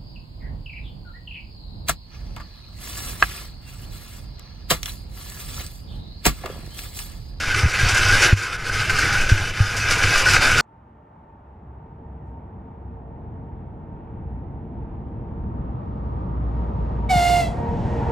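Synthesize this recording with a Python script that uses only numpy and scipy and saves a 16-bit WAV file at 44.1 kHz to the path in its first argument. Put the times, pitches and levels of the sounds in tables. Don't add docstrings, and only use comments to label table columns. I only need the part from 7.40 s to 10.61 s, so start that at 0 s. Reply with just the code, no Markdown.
import sys
import numpy as np
from scipy import signal
from scipy.fft import rfft, irfft, next_fast_len
from scipy.io import wavfile
from scipy.ndimage import uniform_filter1d, map_coordinates

SR = 44100
rng = np.random.default_rng(int(sys.argv[2]) if len(sys.argv) > 2 else 0)


def store_pcm(level_fs):
    pcm = np.round(np.clip(level_fs, -1, 1) * 32767).astype(np.int16)
    wavfile.write(sys.argv[1], SR, np.atleast_2d(pcm).T)


def gain_from_db(level_db):
    decades = np.asarray(level_db, float) / 20
    return 10 ** decades


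N = 141561

# (time [s], strength [dB], brightness [dB], hull
# load [dB])
ROLLING_COURSE = [(0.0, -24, -1.5, 4), (0.19, -20.5, 3.5, 4), (0.25, -26, 0.5, 2), (0.39, -20, -1, 5),
                  (0.87, -15, 1, -1.5), (0.934, -21, -4, -18), (0.948, -36.5, 1, 5), (1.05, -26.5, 0, 0),
                  (1.23, -29.5, -3.5, 8.5), (1.27, -25.5, 2, 4.5), (1.64, -18.5, -0.5, 1.5),
                  (2.15, -27, 1, 6), (2.5, -20.5, -1, 1.5), (2.96, -15, 2.5, -1.5), (3.0, -19.5, -3.5, 8),
                  (3.02, -13.5, -4.5, -7.5), (3.15, -18.5, 1, 6.5), (3.21, -11.5, -4, -3)]
# (time [s], hiss swing [dB], cavity swing [dB], half length [s])
CONCRETE_PATCHES = [(0.132, -5, 2, 0.023), (1.983, 1.5, 1, 0.035), (0.9, 3, 1.5, 0.03),
                    (0.325, -8, 5, 0.0069), (0.397, 3.5, 4, 0.035), (0.498, 5, 1, 0.03),
                    (0.572, 4, 1.5, 0.022), (3.02, 4.5, -2.5, 0.056), (0.738, 2.5, 5, 0.023),
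                    (0.808, 0, -15, 0.011), (0.828, 4.5, 6, 0.039), (0.976, 9.5, 5.5, 0.05),
                    (1.13, 6.5, 6, 0.027), (1.172, -9.5, 0, 0.014), (1.304, -9, -3, 0.021),
                    (1.404, 4, 2, 0.017), (1.455, -4, -5, 0.11), (1.504, 5.5, 4, 0.012),
                    (1.589, 3, 7.5, 0.011), (1.742, 3.5, 5, 0.036), (1.864, -3.5, -6.5, 0.042),
                    (1.895, 7.5, 11.5, 0.014), (2.12, -8, -7, 0.037), (2.374, 4.5, -4, 0.017),
                    (2.51, 8, -0.5, 0.032), (2.631, 3.5, 5, 0.024), (2.761, 2, 4, 0.047),
                    (2.832, -5, -14, 0.034), (2.86, 2, 3.5, 0.027), (2.93, -2, 2, .018)]
# (time [s], peak [dB], rise [s], low push [dB], t60 [s])
TRACK_JOINTS = [(.232, -3, 0.0069, -23, 0.12), (0.2443, -12, 0.004, -8, .045),
                (0.2572, -3, 0.0029, -13, 0.08), (0.4294, -9, 0.0024, -24, 0.12),
                (.462, -13, 0.0018, -18, 0.071), (0.528, -26, .003, -15, 0.12),
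                (0.609, -17, 0.0034, -23, 0.24), (0.651, -19, .003, -20, 0.19),
                (0.722, -19.5, 0.0025, -26, 0.14), (0.791, -19, 0.0028, -30, 0.12),
                (0.928, 1, 0.001, -9, 0.047), (1.476, -22.5, 0.0045, -30, 0.31),
                (1.622, -17, 0.0071, -34, 0.2), (1.9174, -6, 0.00052, -4, 0.14),
                (2.2019, -3, 0.004, -8.5, 0.13), (2.639, -11.5, 0.0046, -32, 0.15),
                (2.896, -29, .003, -19, 0.31)]
# (time [s], peak [dB], half length [s])
WIND_HEAVES = [(.089, -18, 0.013), (.252, -23, 0.0079), (0.442, -11.5, 0.01), (0.607, -16.5, 0.015),
               (0.705, -16, 0.0084), (0.749, -12.5, .013), (0.828, -36, 0.016), (0.91, -23, 0.0089),
               (1.538, -18.5, 0.013), (1.807, -12.5, 0.019), (1.872, -18, 0.02), (2.249, -25, 0.0072),
               (2.501, -23, .011), (2.77, -14, 0.02), (3.076, -19, .02), (3.14, -20, 0.013)]
# (time [s], level [dB])
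MOUNT_RATTLES = [(.145, -17.5), (0.191, -19), (.485, -27), (.575, -30), (0.823, -22), (1.496, -16.5),
                 (1.891, -19), (1.91, -27), (1.976, -20), (2.211, -31), (2.368, -32), (2.485, -15.5),
                 (2.509, -17.5), (2.637, -14), (2.86, -20), (2.933, -13), (2.962, -11.5), (3.021, -15)]
# (time [s], peak [dB], pitch [Hz], t60 [s])
AIR_RINGS = [(0.1086, -13, 1468, 0.12), (0.1436, -10.5, 1490, 0.094), (0.395, -12.5, 1604, 0.16),
             (0.507, -10.5, 1492, 0.12), (0.5437, -11, 1583, 0.095), (0.6379, -13, 1580, 0.12),
             (0.6918, -5, 1463, 0.11), (0.7208, -2, 1577, 0.073), (0.7529, -2, 1501, 0.081),
             (0.821, -8, 1560, 0.12), (0.8927, -10.5, 1490, 0.11), (1.296, -14, 1520, 0.08),
             (1.4086, -14, 1500, 0.12), (1.495, -8.5, 1540, 0.13), (1.6588, -11, 1475, 0.09),
             (1.7516, -10.5, 1490, 0.1), (1.8934, -22, 1510, 0.083), (2.4279, -20, 1597, 0.12),
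             (2.5132, -12, 1420, 0.12), (2.588, -12, 1506, 0.15), (2.7315, -10, 1576, 0.11),
             (2.799, -13, 1500, 0.11), (2.8607, -4, 1473, 0.16), (2.9342, -9, 1455, 0.14),
             (3.0754, -11, 1563, 0.12), (3.1564, -15, 1540, 0.12), (3.187, -2.5, 1484, 0.1)]
# (time [s], peak [dB], t60 [s])
TYRE_SCRAPES = [(0.0817, -26, 0.15), (0.191, -31, 0.11), (0.4873, -10.5, 0.13), (0.5447, -12, 0.17),
                (0.5741, -13, 0.12), (0.6853, -13.5, 0.12), (0.7144, -27, 0.15), (0.7404, -19, 0.15),
                (0.8195, -10, 0.17), (1.0246, -18.5, 0.15), (1.4042, -34, 0.14), (1.4955, -16, 0.15),
                (1.5628, -28, 0.15), (1.5864, -16, 0.12), (1.6267, -31, 0.15), (1.727, -16, 0.14),
                (1.8118, -17, 0.15), (1.8906, -30, 0.15), (1.9076, -28, 0.13), (2.2134, -24, 0.15),
                (2.366, -14, 0.17), (2.5092, -10.5, 0.2), (2.5834, -16, 0.15), (2.6294, -18, 0.15),
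                (2.7554, -18, 0.15), (2.7764, -13, 0.15), (2.8534, -19, 0.18), (2.9347, -8.5, 0.16),
                (3.0195, -17, 0.13), (3.1104, -13, 0.2), (3.1807, -13, 0.15)]
# (frequency [Hz], width [Hz], level [dB])
SHELL_MODES = [(477.3, 8.7, -3), (811, 21, -5), (1032.5, 27, -3.5), (1249, 74, 0.5), (2106, 264, -1.5),
               (2338, 67, 3.5), (2544, 129, -0.5), (2990, 173, -4), (3608, 150, -9), (4420, 260, -9.5),
               (5105, 330, -9), (6033, 123, -7.5)]
# (frequency [Hz], width [Hz], level [dB])
LATCH_MODE = [(7030, 70, -15)]
# (frequency [Hz], width [Hz], level [dB])
CAVITY_MODES = [(1479, 90, 1), (1627, 110, -1.5)]
# (frequency [Hz], width [Hz], level [dB])
COVER_MODES = [(4860, 59, -0.5), (5570, 42, -5), (5950, 49, -2.5), (7040, 70, 0), (8060, 67, -1),
               (9980, 720, -7.5)]
# (frequency [Hz], level per Hz [dB])
AIR_COLOUR = [(150, -6), (350, 1.5), (1100, -2.5), (2500, 0), (3900, -7), (6000, -8.5), (9800, -16),
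              (15200, -29)]
# (frequency [Hz], level per Hz [dB])
SCRAPE_COLOUR = [(3000, -28), (5000, 6), (7000, 2), (10000, -8), (15200, -21)]
# (frequency [Hz], level per Hz [dB])
RUMBLE_COLOUR = [(12, 11.5), (30, -0.5), (55, -0.5), (130, -5.5), (250, -20.5), (500, -18)]
# (frequency [Hz], side over mid [dB])
SIDE_LEVEL = [(60, -41), (180, -26), (540, -27), (1620, -25), (4870, -21), (14600, -21)]

GRIT_PER_S, GRIT_SPREAD_DB, GRIT_SHARE = 3000, 4.5, 0.52
AIR_DB, CAVITY_DB = -1.5, -2
RISE_SHARE = 0.24
MIDS_FOLLOW, TOP_FOLLOWS = 0.41, 0.72
LOWS_DB, LOWS_GROW = -2, -0.079
RING_DB, RING_RISE_S = -5, 0.0012
SCRAPE_DB, RATTLE_T60_S = -13, 0.043
HULL_HZ, HUM_WIDE_HZ, HUM_DB = 98.8, 44.4, -14
SAG_HZ, SAG_S = 8.7, 0.004
AFTER_DB, AFTER_T60_S = -19, 0.32
PUSH_AT_S, PUSH_S = 0.0089, 0.0029
RUMBLE_DB, SWELL_SHARE, SWELL_WIDER = -11.5, 0.4, 3.1
PORT_HZ, PORT_WIDE_HZ, PORT_DIP_DB = 8590, 347, -3.5
TOP_HZ = 15300


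def unit(x):
    return x / np.sqrt(np.mean(x ** 2) + 1e-20)


def along(points, hz):
    f, value = np.transpose(points)
    return np.interp(np.log(hz + 1), np.log(f + 1), value)


def wobble(rate):
    knots = rng.standard_normal(int(N * rate / SR) + 4)
    return map_coordinates(knots, [np.arange(N) * rate / SR])


def filtered(x, response):
    m = next_fast_len(N + SR // 2)
    return irfft(rfft(x, m) * response(np.fft.rfftfreq(m, 1 / SR)), m)[..., :N]


def above(x, corner_hz):
    return filtered(x, lambda hz: hz ** 4 / (hz ** 4 + corner_hz ** 4))


def resonances(modes):
    def response(f):
        total = 0
        for k, (centre, width, db) in enumerate(modes):
            damping = 1j * f * width
            total = total + (-1) ** k * gain_from_db(db) * damping / (centre ** 2 - f ** 2 + damping)
        return total
    return response


def covered(colour, cover_db):
    return lambda hz: gain_from_db(along(colour, hz)) * (1 + np.abs(gain_from_db(cover_db) * resonances(COVER_MODES)(hz)))


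def burst(t, at, db, t60):
    return gain_from_db(db - 60 * np.clip(t - at, 0, 1) / t60) * (t > at)


def patchy(x, patchy_db, lines_db):
    for size, wide, long, depth_db in [(512, 10, 8, patchy_db), (2048, 2, 6, lines_db)]:
        z = signal.stft(x, nperseg=size)[2]
        field = uniform_filter1d(rng.standard_normal(z.shape), wide, 0)
        field = uniform_filter1d(field, long, 1)
        x = signal.istft(z * gain_from_db(depth_db * unit(field)), nperseg=size)[1][:N]
    return unit(x)


def controls():
    t = np.arange(N) / SR
    s, *columns = np.transpose(ROLLING_COURSE)
    strength_db, bright_db, load_db = [np.interp(t, s, c) for c in columns]
    swing_db = np.zeros((2, N))
    for at, hiss_db, cavity_db, half in CONCRETE_PATCHES:
        length = np.where(t < at, RISE_SHARE * half, half)
        swing_db += np.outer([hiss_db, cavity_db], np.exp(-((t - at) / length) ** 2))
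    hull_load_db = strength_db + load_db + 0.8 * wobble(25)
    return gain_from_db(strength_db), swing_db, bright_db, hull_load_db


def gritty():
    hits = rng.random(N) < GRIT_PER_S / SR
    sizes = gain_from_db(GRIT_SPREAD_DB * np.clip(rng.standard_normal(N), -2, 2))
    grit = hits * sizes * rng.standard_normal(N)
    return GRIT_SHARE * unit(grit) + (1 - GRIT_SHARE) * rng.standard_normal(N)


def rolling(strength, swing_db, bright_db):
    drive = gritty() * gain_from_db(0.38 * wobble(29.8))
    shell = patchy(filtered(drive, resonances(SHELL_MODES + LATCH_MODE)), patchy_db=2.0, lines_db=3.0)
    cavity = filtered(drive, lambda f: resonances(CAVITY_MODES)(f) * resonances([(1500, 500, 0)])(f))
    cavity = patchy(cavity, patchy_db=1.0, lines_db=1.5)
    rush = 0.65 * gritty() + 0.74 * rng.standard_normal(N)
    air = patchy(filtered(rush, covered([(60, -120)] + AIR_COLOUR, 1)), patchy_db=1.36, lines_db=1.9)
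    both = unit(shell + gain_from_db(AIR_DB) * air)

    high = above(both, 3300)
    mids = (both - high) * gain_from_db(MIDS_FOLLOW * swing_db[0] + 0.3 * wobble(23.99))
    lows = filtered(mids, lambda hz: 900 ** 4 / (hz ** 4 + 900 ** 4))
    mids = mids + lows * (gain_from_db(LOWS_DB) * (strength / strength.mean()) ** LOWS_GROW - 1)
    top = above(high, 9500)
    surface_db = bright_db + swing_db[0] + 1.1 * wobble(22)
    hiss = (high - top) * gain_from_db(surface_db) + top * gain_from_db(TOP_FOLLOWS * surface_db - 3.0)
    return strength * gain_from_db(-3.0) * (mids + hiss + cavity * gain_from_db(CAVITY_DB + swing_db[1]))


def rings():
    out = np.zeros(N + SR)
    t = np.arange(SR // 4) / SR
    for (s, db, hz, t60), turn in zip(AIR_RINGS, rng.random(len(AIR_RINGS))):
        envelope = gain_from_db(db + RING_DB - 60 * t / t60) * (1 - np.exp(-t / RING_RISE_S))
        out[round(s * SR):][:len(t)] += envelope * np.sin(2 * np.pi * (hz * t + turn))
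    return out[:N] * gain_from_db(1.55 * wobble(120))


def scrapes():
    t = np.arange(N) / SR
    shake = sum(burst(t, s, db + SCRAPE_DB, t60) for s, db, t60 in TYRE_SCRAPES)
    noise = 0.26 * gritty() + rng.standard_normal(N)
    return shake * unit(filtered(noise, covered([(1500, -120)] + SCRAPE_COLOUR, 2)))


def rattles():
    t = np.arange(N) / SR
    shake = sum(burst(t, s, db, RATTLE_T60_S) for s, db in MOUNT_RATTLES)
    body = lambda f: resonances(SHELL_MODES)(f) + gain_from_db(0.5) * resonances(CAVITY_MODES)(f)
    noise = rng.standard_normal(N)
    return filtered(noise * shake, body) / filtered(noise, body).std()


def hull(load_db):
    hum = filtered(rng.standard_normal(N), lambda f: resonances([(HULL_HZ, HUM_WIDE_HZ, 0)])(f) ** 2)
    out = np.zeros(N + SR)
    t = np.arange(SR // 3) / SR
    tone = np.sin(2 * np.pi * (HULL_HZ * t + SAG_HZ * SAG_S * (1 - np.exp(-t / SAG_S))))
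    push = np.exp(-((t - PUSH_AT_S) / PUSH_S) ** 2) * np.tanh(t / PUSH_S)
    for s, db, rise, push_db, t60 in TRACK_JOINTS:
        decay = gain_from_db(db - 60 * t / t60) + gain_from_db(db + AFTER_DB - 60 * t / AFTER_T60_S)
        ring = tone * decay * (1 - np.exp(-t / rise))
        out[round(s * SR):][:len(t)] += ring - gain_from_db(push_db) * push
    return out[:N] + unit(hum) * gain_from_db(load_db + HUM_DB + 1.2 * wobble(14))


def wind(load_db):
    t = np.arange(N) / SR
    colour = [(3, -60)] + RUMBLE_COLOUR + [(1500, -120)]
    rumble = unit(filtered(rng.standard_normal(N), lambda hz: gain_from_db(along(colour, hz))))
    heave = np.zeros(N)
    for s, db, half in WIND_HEAVES:
        swell = SWELL_SHARE * np.exp(-((t - s) / (SWELL_WIDER * half)) ** 2)
        suck = (1 + SWELL_SHARE) * np.exp(-((t - s) / half) ** 2)
        heave += gain_from_db(db) * (swell - suck)
    return rumble * gain_from_db(load_db + RUMBLE_DB + 1.3 * wobble(8.96)) + heave


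def scene():
    strength, swing_db, bright_db, load_db = controls()
    mid = rolling(strength, swing_db, bright_db) + rings() + scrapes() + rattles()
    mid = mid + hull(load_db) + wind(load_db)
    return np.array([mid, mid])


def side_flicker(mid):
    lead = 1024 - 688
    hz, t, z = signal.stft(np.pad(mid, (lead, 0)), SR, nperseg=2048)
    band = (np.sqrt(hz) / 3).astype(int)
    reach_hz = 15000 * rng.random(len(t)) ** 0.49
    moments = rng.random(len(t)) < 0.3
    bands = (rng.random((band.max() + 1, len(t))) < 0.7)[band]
    split = moments * bands * (hz[:, None] < reach_hz)
    scatter = np.exp(2j * np.pi * rng.random(z.shape))
    noise = z * split * scatter * gain_from_db(along(SIDE_LEVEL, hz) + 7.5)[:, None]
    return signal.istft(noise, SR, nperseg=2048)[1][lead:][:N]


def band_limit(x):
    return signal.sosfilt(signal.butter(12, 15230, fs=SR, output="sos"), x)


def record(dry):
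    x = filtered(dry, lambda hz: (hz < TOP_HZ) * 1j * hz / (8 + 1j * hz))
    x = filtered(x, lambda hz: gain_from_db(PORT_DIP_DB * np.exp(-((hz - PORT_HZ) / PORT_WIDE_HZ) ** 2)))
    x = x / (1 + np.abs(x / 0.95) ** 10) ** 0.1
    mix = x + np.outer([1, -1], side_flicker(x[0]))
    return band_limit(mix)


dry = scene()
out = record(dry)
store_pcm(out)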